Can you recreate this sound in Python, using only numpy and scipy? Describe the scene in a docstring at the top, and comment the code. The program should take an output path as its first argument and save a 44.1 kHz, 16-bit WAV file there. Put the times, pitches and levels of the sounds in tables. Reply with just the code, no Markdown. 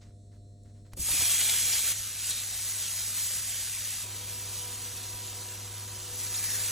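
"""Three shots: in the first, over a humming, buzzing hob, soft rustling comes before wet food thuds into a
pan and sizzles; then come stirring and, with a fan running in the last shot, a late flare under oil.
Frying is steam-burst clicks over hiss, with spits and ringing bubbles; squeals are resonant noise, thuds are
decaying pan tones; hum, buzz and fan mix tones with shaped noise. The sizzle is wide only in some bands;
near 12 kHz the centre ends, leaving only the out-of-phase part in the top treble."""
import sys
import numpy as np
from scipy import signal
from scipy.fft import rfft, irfft, next_fast_len
from scipy.io import wavfile
from scipy.ndimage import uniform_filter1d, map_coordinates

SR = 44100
rng = np.random.default_rng(int(sys.argv[2]) if len(sys.argv) > 2 else 0)


def unload_audio(sound):
    """Save the sound as a 16-bit wav file, at the path given as the first command line argument."""
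    columns = np.transpose(np.atleast_2d(sound))
    # keep every value between -1 and 1, then stretch to whole-number steps
    steps = np.round(np.clip(columns, -1, 1) * 32767)
    wavfile.write(sys.argv[1], SR, steps.astype(np.int16))


N = 295911
T = np.arange(N) / SR

# how hard the pan boils as food lands, is stirred, calms and flares: (time [s], relative fizz level [dB])
FRYING_LEVEL = [(0.958, -76), (0.971, -45), (0.98, -43), (0.993, -40.5), (1.006, -33.5), (1.045, -34),
                (1.11, -29), (1.27, -27.5), (1.92, -31), (1.94, -39.5), (2.0, -37), (2.15, -41.5),
                (2.25, -36), (2.285, -35.5), (2.305, -31.5), (2.325, -36), (2.5, -38.5), (2.67, -35.5),
                (3.14, -36), (3.16, -33), (3.45, -36), (4.02, -38), (4.05, -44.5), (4.57, -41.5),
                (5.65, -46), (6.08, -45.5), (6.264, -38), (6.278, -39.5), (6.32, -40), (6.35, -37.5),
                (6.39, -36.5), (6.415, -40), (6.445, -34.5), (6.48, -37.5), (6.51, -35), (6.57, -35.5),
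                (6.6, -35.5), (6.63, -33.5), (6.66, -34.5), (6.71, -35.5)]
# sizzle colour in the centre, then out of phase: (frequency [Hz], relative density [dB])
CENTRE_COLOUR = [(300, -25), (560, -15.5), (1000, -15.5), (2030, -7), (3270, -4.5), (4300, -3.5),
                 (4700, -4.5), (5050, -8), (5450, -2), (6100, 0.5), (8300, 0), (9800, -3.5), (11400, -1.5),
                 (12500, -5.5)]
WIDE_COLOUR = [(3900, -70), (4300, -10.5), (4900, -6), (5500, -7), (5900, -60), (7900, -62), (8400, -3.5),
               (10200, -8.5), (11000, 2), (12000, 3.5), (13800, -5), (15900, 5.5)]
# single loud spits before colouring: (time [s], relative level [dB])
SPITS = [(0.6355, -49), (1.0314, -29), (1.2224, -15), (1.3464, -14), (2.259, -22), (2.2698, -24),
         (2.2982, -17), (2.3084, -21), (2.3634, -27), (3.3464, -29), (3.6644, -32), (4.555, -31),
         (6.2494, -27), (6.4024, -27), (6.4414, -20), (6.5034, -30), (6.6774, -31)]
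# steam squealing or spluttering from under a chunk: (time [s], length [s], frequency [Hz], relative level [dB])
STEAM_JETS = [(1.033, 0.88, 3300, -44), (1.085, 0.24, 2380, -45.5), (1.333, 0.63, 2390, -50),
              (2.295, 0.028, 8100, -39.5), (2.299, 0.03, 3860, -37), (2.298, 0.13, 3760, -45),
              (2.791, 0.09, 3250, -46.5), (5.806, 0.38, 3180, -65), (6.27, 0.016, 4500, -44),
              (6.331, 0.33, 1720, -54.5), (6.42, 0.19, 1900, -52.5), (6.341, 0.014, 3700, -42.5),
              (6.346, 0.017, 6900, -38), (6.37, 0.022, 5630, -41), (6.45, 0.14, 5800, -42.5),
              (6.599, 0.014, 4530, -41), (6.625, 0.11, 6250, -41.5)]
# chunks and spatula meeting the pan:
# (time [s], relative level [dB], rocking pitch [Hz], tap level above it [dB], tap pitch [Hz])
PAN_BLOWS = [(0.932, -31, 48, -24, 250), (0.97, -41, 70.5, -1, 300), (0.993, -26, 62.4, -14, 189),
             (1.028, -33, 55, -19, 200), (1.083, -45.5, 70, 6, 750), (1.108, -30, 60.6, -24, 250),
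             (1.132, -36, 65.4, -5.5, 200), (1.186, -32.5, 69.3, -19, 300), (1.216, -38, 76.4, -5, 217),
             (2.547, -41.5, 65.3, -26, 250), (3.357, -39, 64, -14.5, 250), (3.607, -39.5, 59.4, -28, 250)]
# partials of the rocking pan: (multiple of rocking pitch [ratio], relative level [dB], T60 [s])
PAN_PARTIALS = [(1, -3, 0.13), (2.1, -7.5, 0.069), (3.7, -18, 0.041)]
# hum overtones: (multiple of hum pitch [ratio], relative level [dB])
HUM_OVERTONES = [(2, -5), (3, 0), (4, -2), (5, -4.5), (6, -4.5), (7, -2.5)]
# colour of the hob's buzz: (frequency [Hz], relative density [dB])
BUZZ_COLOUR = [(2500, -63), (3600, 1.5), (4300, 4), (4800, -9), (5300, 2), (6800, -2.5), (7400, 3.5),
               (8300, 3), (8700, -5), (9200, 3.5), (9500, -12), (10100, -14), (11000, 0), (12500, -29)]
# colours of the room air and the fan's rush: (frequency [Hz], relative density [dB])
AIR_COLOUR = [(15, -47), (30, -4), (50, 4), (75, -1), (150, -7.5), (230, -9), (310, -18.5), (550, -21),
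              (700, -25), (800, -39.5), (3000, -55.5), (9000, -74)]
FAN_COLOUR = [(60, 8), (200, 4), (500, 4), (1000, 2), (1300, 3), (3000, -7.5), (4500, -43)]
# fan blade tones: (multiple of shaft rate [ratio], level relative to the fan's rush [dB])
BLADE_TONES = [(3, -11.5), (4, -9.5), (6, -15.5), (8, -8.5)]
# wavering low tone: (frequency [Hz], average level [dB])
DRONE_TONES = [(229.2, -68.5)]
# stereo spread of air and fan: (frequency [Hz], left-right likeness [correlation])
LIKENESS = [(60, .999), (150, 0.98), (300, 0.82), (700, 0.38), (1200, 0.96), (1500, 1)]
# thin steady whines: (frequency [Hz], centre level [dB], out-of-phase level [dB])
WHINES = [(1890, -96, -125), (9200, -96, -88)]
# the three shots: (start [s], sizzle body above fizz [dB], sizzle width [dB], hum level [dB],
# hum overtone level [dB], air level [dB], fan level [dB])
SHOTS = [(0, -5.5, -1, -51, -70.5, -56, -110), (1.93, -4, -1, -52, -76.5, -59, -110),
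         (4.029, -1.5, 1, -48, -74, -59, -54)]
# hand and bowl before the food falls: (time [s], length [s], dull level [dB], crisp level [dB]), all relative
HAND_MOVES = [(0.007, 0.024, -71, -62.5), (0.04, 0.068, -78, -80), (0.312, 0.05, -77, -77),
              (0.645, .063, -77, -79), (0.739, 0.06, -80, -80), (0.846, .022, -74, -71),
              (0.914, 0.02, -67.5, -67)]
# slow drift of the mains hum: (time [s], frequency [Hz])
MAINS_DRIFT = [(0, 99.93), (1.5, 100.0), (3, 100.1), (6.71, 100.2)]
# level ride on the middle of the sizzle body: (time [s], gain [dB])
MIDDLE_RIDE = [(0.95, 2), (1.5, 1.5), (1.93, -0.5), (3, -2), (4.03, 0), (4.1, 1), (4.7, 0), (5.0, 0),
               (5.5, -1), (5.9, -1), (6.1, -1), (6.4, -4), (6.71, 0)]
# freshly landed food boiling in spurts: (time [s], gain over the steady sizzle [dB])
FOOD_SPURTS = [(1.12, 2.5), (1.218, 3), (1.308, 0.5), (1.414, 4), (1.497, 4), (1.542, 2.5), (1.698, 1.5),
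               (1.736, 5.5), (1.785, 3)]

LAST_SHOT = T > SHOTS[-1][0]
CUT_S = 0.0053  # one shot fades into the next
LAND_S, THIN_DB, FILL_S = 1.023, -8.5, 0.064  # the first steam is thin; the body fills in after landing
OIL_S, OIL_SPREAD_S = 6.15, 0.2
BODY_GROWS = 0.68  # dB of body per dB of fizz, so flares are bright
DROPLETS_DB, OIL_DROPLETS_DB = -16, -19  # under the fizz: always present, plus more from fresh oil
POPS_DB, POPS_HZ = -23, 895  # larger drops reach down into the body
SPIT_T60_S, SPIT_WIDE_DB = 0.0009, 3
SPIT_RING_HZ, SPIT_RING_DB, SPIT_RING_T60_S = 8000, -7.5, 0.006
MIDDLE_HZ = (2100, 3700)
LOW_HZ, DRY_DB, OILY_DB = 2480, -3, 2  # in the last shot the low body is thin, then fills under oil
NOTCH_HZ, NOTCH_WIDTH_HZ, NOTCH_DB = 4980, 180, -1.5
SPURT_S = 0.0069  # bell width parameter
STEADY_S, STEADY_WIDTH, JET_WIDTH = 0.15, 0.035, 0.08  # longer jets whistle narrower; widths are ratios of pitch
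TICK_S, TICK_DB, TICK_HZ, TICK_T60_S = 0.9335, -38, 1040, 0.012
RUSTLE_ATTACK_S, RUSTLE_T60_S = 0.0099, 0.13
STILL_DULL_DB, STILL_CRISP_DB, STILL_SIDE_DB = -99, -90, -83  # the faint rustle between moves
OVERTONE_WAVER_DB, BLADE_WAVER_DB, SHAFT_HZ = 0.5, 2.1, 122.16
CENTRE_HZ, TOP_HZ = 12450, 16100  # where the centre ends, and where everything ends


def sizzle():
    """Water boils off in the fat: a bright fizz over a lower body, with some bands spread wide."""
    fizz_db, body_db, wide_db = frying()
    steam, spray = steam_bed(fizz_db), spits() + droplets(fizz_db)
    spray = filtered(spray, lambda hz: above(hz, 5300, order=4))  # tiny droplets crack in the treble only
    centre = steam[0] + spray[0] + pops(fizz_db)
    fizz = filtered(centre, lambda hz: amp(along(CENTRE_COLOUR, hz)) * above(hz, 6120))
    body = sizzle_body(centre)
    wide = out_of_phase(steam[0] + spray[1], steam[1] + spray[1], wide_db)
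    return amp(4) * (fizz + amp(body_db + 6) * spurts() * body + wide)


def steam_bed(fizz_db):
    """Bubbles burst in clumps of a few milliseconds, louder wherever a patch of the pan boils harder."""
    flutter = amp(fizz_db + 0.5 * wobble(22))
    flutter = flutter * amp(0.78 * wobble(500))
    pair = np.array([bursts(3.0, 0.13, count=20000), bursts(3.0, 0.17, count=20000)])
    pair[0] += amp(-18.5) * bubbles(5935, 0.598, 14.0, 6.5, count=9000)
    # broad quick patches, then narrow lasting ones where hollows under the food resonate
    pair = patchy(pair, 0.73, size=256, bins=2.2, frames=3)
    pair = patchy(pair, 2.18, size=1024, bins=1.6, frames=7)
    return pair * flutter


def spits():
    """Each loud spit is a noisy crack, and the pocket it leaves rings briefly."""
    out, t = np.zeros((2, N)), T[:400]
    for s, db in SPITS:
        crack = amp(-60 * t / SPIT_T60_S) * rng.choice([-1, 1], len(t))
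        ring_hz = SPIT_RING_HZ * np.exp(rng.normal(0, 0.1))
        ring = amp(SPIT_RING_DB - 60 * t / SPIT_RING_T60_S) * np.sin(2 * np.pi * ring_hz * t)
        out[:, round(s * SR):][:, :len(t)] += amp([[db], [db + SPIT_WIDE_DB]]) * (crack + ring)
    return out


def droplets(fizz_db):
    """Sparse droplets click under the fizz, stronger once fresh oil spreads."""
    level = amp(DROPLETS_DB) + amp(OIL_DROPLETS_DB) * oiliness()
    clicks = amp(fizz_db + 2.0 * wobble(6.9)) * level * bursts(7.0, 1, count=1500)
    return clicks * amp([[-4], [2]])


def pops(fizz_db):
    """Larger drops burst as sparse, lower clicks."""
    drops = bursts(5.0, 0.99, count=500)
    drops = filtered(drops, lambda hz: above(hz, POPS_HZ, order=4) * (1 - above(hz, 4600, order=2)))
    return amp(fizz_db + POPS_DB) * unit(drops)


def sizzle_body(centre):
    """The lower sizzle has a ridden middle; in the last shot it dips at the notch and its low end shifts."""
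    body = filtered(centre, lambda hz: amp(along(CENTRE_COLOUR, hz)) * (1 - above(hz, 6230)))
    low = filtered(body, lambda hz: above(hz, 720, order=4) * (1 - above(hz, LOW_HZ)))
    middle = filtered(body, lambda hz: above(hz, MIDDLE_HZ[0]) * (1 - above(hz, MIDDLE_HZ[1])))
    notch = filtered(body, lambda hz: np.exp(-((hz - NOTCH_HZ) / NOTCH_WIDTH_HZ) ** 2))
    low_db = LAST_SHOT * (DRY_DB + (OILY_DB - DRY_DB) * oiliness())
    body = body + (amp(curves(MIDDLE_RIDE)[0]) - 1) * middle
    return body + (amp(NOTCH_DB) - 1) * notch * LAST_SHOT + (amp(low_db) - 1) * low


def frying():
    """Fizz, body and width levels; the fizz waits at a negligible level until the food lands."""
    fizz_db, = curves([(FRYING_LEVEL[0][0] - 0.01, -110)] + FRYING_LEVEL)
    body_db, wide_db = shots()[:2]
    shot = np.searchsorted([s for s, *_ in SHOTS], T, "right")
    medians = [np.median(fizz_db[(shot == k) & (T > LAND_S)]) for k in range(1, len(SHOTS) + 1)]
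    usual_db = np.array(medians)[shot - 1]
    flare_db = np.clip(fizz_db - usual_db, -6, 10)
    thin_db = THIN_DB * np.exp(-np.maximum(T - LAND_S, 0) / FILL_S)
    return fizz_db, body_db + (BODY_GROWS - 1) * flare_db + thin_db, wide_db


def oiliness():
    """Fresh oil spreads from none to full."""
    return np.clip((T - OIL_S) / OIL_SPREAD_S, 0, 1)


def spurts():
    """Gain swells on the lower sizzle and squeals as pockets of steam break out."""
    return amp(sum(db * np.exp(-((T - s) / SPURT_S) ** 2) for s, db in FOOD_SPURTS))


def bursts(spread_db, share, count):
    """Steam bubbles bursting: clicks of uneven size over a bed of hiss."""
    when, size = rng.random((2, count))
    size_db = np.minimum(-spread_db * np.log(1 - size), 12)
    clicks = np.bincount((when * N).astype(int), amp(size_db) * rng.choice([-1, 1], count), N)
    share = np.clip(share, 0, 1)
    return np.sqrt(share) * unit(clicks) + np.sqrt(1 - share) * rng.standard_normal(N)


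def bubbles(centre_hz, spread, cycles, spread_db, count):
    """Pockets of steam that ring for some cycles, their pitch rising as they open."""
    when, size, pitch = rng.random(count), rng.exponential(1, count), rng.standard_normal(count)
    hz = np.clip(centre_hz * np.exp(spread * pitch), 800, 15000)[:, None]
    turns, cycles = np.float32(hz * T[:400]), np.float32(cycles)
    tone = np.sin(np.float32(2 * np.pi * turns * (1 + 0.0024 * turns)))
    fade = np.float32(np.hanning(800)[400:])
    ring = tone * turns / cycles * np.exp(-turns / cycles) * fade
    ring *= amp(np.minimum(spread_db * size, 15))[:, None] * np.sqrt(hz)
    at = (when * N).astype(int)[:, None] + np.arange(400)
    return unit(np.bincount(at.ravel(), ring.ravel(), N + 400)[:N])


def squeals():
    """Each jet of steam is noise in one narrow resonance."""
    out = np.zeros(N + SR)
    for s, length, hz, db in STEAM_JETS:
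        n = round(length * SR)
        m = next_fast_len(n + SR // 10)
        width_hz = (STEADY_WIDTH if length > STEADY_S else JET_WIDTH) * hz
        resonance = 1 / (1 + ((np.fft.rfftfreq(m, 1 / SR) - hz) / width_hz) ** 2)
        jet = irfft(rfft(rng.standard_normal(m)) * resonance, m)
        swell = np.sin(np.pi * np.arange(n) / n) ** 0.41
        out[round(s * SR):][:n] += amp(db) * swell * unit(jet[:n])
    return out[:N] * spurts()


def thuds():
    """Soft blows rock the pan on the hob, with a dull tap on top."""
    out, t = np.zeros(N + SR), T[:SR // 4]
    for s, db, rock_hz, tap_db, tap_hz in PAN_BLOWS:
        ring = sum(amp(level - 60 * t / t60) * np.sin(2 * np.pi * k * rock_hz * t)
                   for k, level, t60 in PAN_PARTIALS)
        soft = signal.butter(2, [0.5 * tap_hz, 1.48 * tap_hz], "bandpass", fs=SR, output="sos")
        noise = signal.sosfilt(soft, rng.standard_normal(len(t)))
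        tap = amp(tap_db - 60 * t / 0.092) * noise / noise[:SR // 50].std()
        out[round(s * SR):][:len(t)] += amp(db) * (ring + tap) * (1 - np.exp(-t / 0.0039))
    return out[:N]


def tick():
    """The first chunk clicks on the rim: a short ring with a crack on it."""
    t = np.maximum(T - TICK_S, 0)
    noise = filtered(rng.choice([-1., 1.], N), lambda hz: 1 - 0.28 * above(hz, 4000, order=4))
    crack = 1.3 * amp(-60 * t / 0.021) * noise
    ring = amp(-60 * t / TICK_T60_S) * np.sin(2 * np.pi * TICK_HZ * t)
    return amp(TICK_DB) * (1 - np.exp(-t / 0.00082)) * (ring + crack)


def rustle():
    """Fingers shift on the bowl as dull and crisp friction noise, a little different left and right."""
    before = T < LAND_S
    dull, crisp = amp(STILL_DULL_DB) * before, amp(STILL_CRISP_DB) * before
    for s, length, dull_db, crisp_db in HAND_MOVES:
        release = amp(-60 * np.maximum(T - s - length, 0) / RUSTLE_T60_S)
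        shape = np.clip((T - s) / RUSTLE_ATTACK_S, 0, 1) * release
        dull, crisp = dull + amp(dull_db) * shape, crisp + amp(crisp_db) * shape
    dull, crisp = dull * amp(1.4 * wobble(60)), crisp * amp(1.2 * wobble(60.3))

    def band(lo, hi):
        """Grainy friction noise between two edges."""
        grains = bursts(2.6, 0.42, count=8000)
        return unit(filtered(grains, lambda hz: above(hz, lo) * (1 - above(hz, hi, order=16))))

    side = amp(-11) * crisp * band(1500, 5800) + amp(STILL_SIDE_DB) * band(700, 6400) * before
    centre = dull * band(560, 2230) + crisp * band(1900, 8200)
    wide = amp(3) * dull * out_of_phase(*rng.standard_normal((2, N)), 0)
    return centre + side * [[1], [-1]] + wide


def buzz():
    """The hob's coil: a comb of fine lines on the mains, over hiss partly gated by the same cycle."""
    k = np.arange(30, 96)
    scatter_db, start = 7 * rng.uniform(-1, 1, len(k)), rng.random(len(k))
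    turn = np.linspace(0, 1, 8192)
    lines = np.sin(2 * np.pi * (k[:, None] * turn + start[:, None]))
    cycle = amp(along(BUZZ_COLOUR, k * MAINS_DRIFT[0][1]) + scatter_db) @ lines
    comb = unit(np.interp(mains() % 1, turn, cycle))
    # the coil's iron hisses most at the current peaks
    gated = unit(rng.standard_normal(N) * (1 + 1.1 * np.cos(2 * np.pi * mains())))
    lower = filtered(gated, lambda hz: amp(along(BUZZ_COLOUR, hz)) * (1 - above(hz, 9600, order=40)))
    even = filtered(rng.standard_normal(N), lambda hz: amp(along(BUZZ_COLOUR, hz)) * above(hz, 9400, order=40))
    hiss = unit(lower + patchy(even, 3, size=512, bins=4, frames=8))
    whine = sum((amp(db) + amp(side_db) * np.array([[1], [-1]])) * np.sin(2 * np.pi * hz * T)
                for hz, db, side_db in WHINES)
    flickering = amp(-74.5) * patchy(comb, 3.0, size=1024, bins=2, frames=8)
    wide = amp(-77) * out_of_phase(gated, rng.standard_normal(N), 0)
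    return flickering + amp(-81.5) * hiss + np.sqrt(2) * whine + wide


def mains_hum():
    """A drifting mains tone with gently wavering overtones."""
    hum_db, over_db = shots()[2:4]
    phase = 2 * np.pi * mains()
    root = amp(hum_db + 0.93 * wobble(7.1)) * np.sin(phase)
    overtones = sum(amp(over_db + db + OVERTONE_WAVER_DB * wobble(3.5)) * np.sin(k * (phase + 0.66))
                    for k, db in HUM_OVERTONES)
    return np.sqrt(2) * (root + overtones)


def fan():
    """Rushing air carries wavering blade tones at multiples of the shaft rate."""
    blades = sum(amp(db + BLADE_WAVER_DB * wobble(9)) * drifting(k * SHAFT_HZ, 0.75) * amp([[-2.5], [2.5]])
                 for k, db in BLADE_TONES)
    return amp(shots()[5]) * (rush(FAN_COLOUR) + np.sqrt(2) * blades)


def drone():
    """A low sine wavers in pitch and level."""
    return np.sqrt(2) * sum(amp(db + 2.6 * wobble(13)) * drifting(hz, 2.46) for hz, db in DRONE_TONES)


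def room_air():
    """Low room noise, more alike left and right in the deep bass than in the low mids."""
    return amp(shots()[4]) * rush(AIR_COLOUR)


def hollow():
    """The room answers the frying with a dull wash, opposite in phase left and right."""
    wash = filtered(rng.standard_normal(N), lambda hz: above(hz, 180, order=4) * (1 - above(hz, 1240, order=40)))
    return amp(frying()[0] - 31.0) * unit(wash) * [[1], [-1]]


def shots():
    """One value per sample for each column of the shots, blended over the cuts."""
    rows = []
    for k, (s, *levels) in enumerate(SHOTS):
        rows += [(s, *SHOTS[max(k - 1, 0)][1:]), (s + CUT_S, *levels)]
    return curves(rows)


def mains():
    """Cycles of the slowly drifting hum."""
    return np.cumsum(curves(MAINS_DRIFT)[0]) / SR


def drifting(hz, width_hz):
    """A sine whose pitch wanders."""
    return np.sin(2 * np.pi * np.cumsum(hz + width_hz * wobble(12)) / SR)


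def rush(spectrum):
    """Stereo noise of rms 1, shared between sum and difference to set the left-right likeness."""
    def response(hz):
        turn = np.arccos(np.clip(along(LIKENESS, hz), -1, 1)) / 2
        return amp(along(spectrum, hz)) * [np.cos(turn), np.sin(turn)]

    mid, side = filtered(rng.standard_normal((2, N)), response)
    return unit(np.array([mid + side, mid - side]))


def patchy(x, depth_db, size, bins, frames):
    """Random gain patches over frequency and time make the colour flicker."""
    z = signal.stft(x, nperseg=size)[2]
    field = rng.standard_normal(z.shape[-2:])
    field = uniform_filter1d(field, max(round(bins), 1), axis=0)
    field = uniform_filter1d(field, max(round(frames), 1), axis=1)
    return signal.istft(z * amp(depth_db * unit(field)), nperseg=size)[1][..., :N]


def out_of_phase(centre, apart, wide_db):
    """Opposite left and right, in some bands only: a quarter-cycle lag of one signal plus a second signal."""
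    lagging = filtered(centre, lambda hz: -1j * amp(along(WIDE_COLOUR, hz))) * 0.81
    own = filtered(apart, lambda hz: amp(along(WIDE_COLOUR, hz))) * 0.83
    return amp(wide_db) * (lagging + own) * [[1], [-1]]


def amp(db):
    """Decibels to amplitude."""
    return 10 ** (np.asarray(db) / 20)


def unit(x):
    """Scale to rms 1."""
    return x / np.sqrt(np.mean(x ** 2) + 1e-20)


def along(points, hz):
    """Read (frequency [Hz], value) points on a log frequency axis."""
    f, v = np.transpose(points)
    return np.interp(np.log(hz + 1), np.log(f + 1), v)


def curves(rows):
    """One value per sample for each column after the time."""
    s, *cols = np.transpose(rows)
    return [np.interp(T, s, c) for c in cols]


def wobble(rate):
    """A smooth random curve, rate knots a second."""
    return map_coordinates(rng.standard_normal(int(N * rate / SR) + 4), [T * rate])


def filtered(x, response):
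    """Shape x by a complex response of frequency."""
    m = next_fast_len(N + SR // 2)
    return irfft(rfft(x, m) * response(np.fft.rfftfreq(m, 1 / SR)), m)[..., :N]


def above(hz, edge_hz, order=8):
    """A smooth step from 0 to 1 at the edge."""
    return 1 / (1 + (edge_hz / (hz + 1)) ** order)


def scene():
    """Mix the frying, the handling and the kitchen behind them."""
    food = sizzle() + squeals() + thuds() + tick() + rustle()
    return food + buzz() + mains_hum() + fan() + drone() + room_air() + hollow()


def record(dry):
    """The centre of the image ends early; nothing passes above the band limit."""
    keep = lambda hz: np.array([1 - above(hz, CENTRE_HZ, order=120), hz < TOP_HZ])
    mid, side = filtered(np.array([dry[0] + dry[1], dry[0] - dry[1]]) / 2, keep)
    return np.array([mid + side, mid - side])


dry = scene()
out = record(dry)
unload_audio(out)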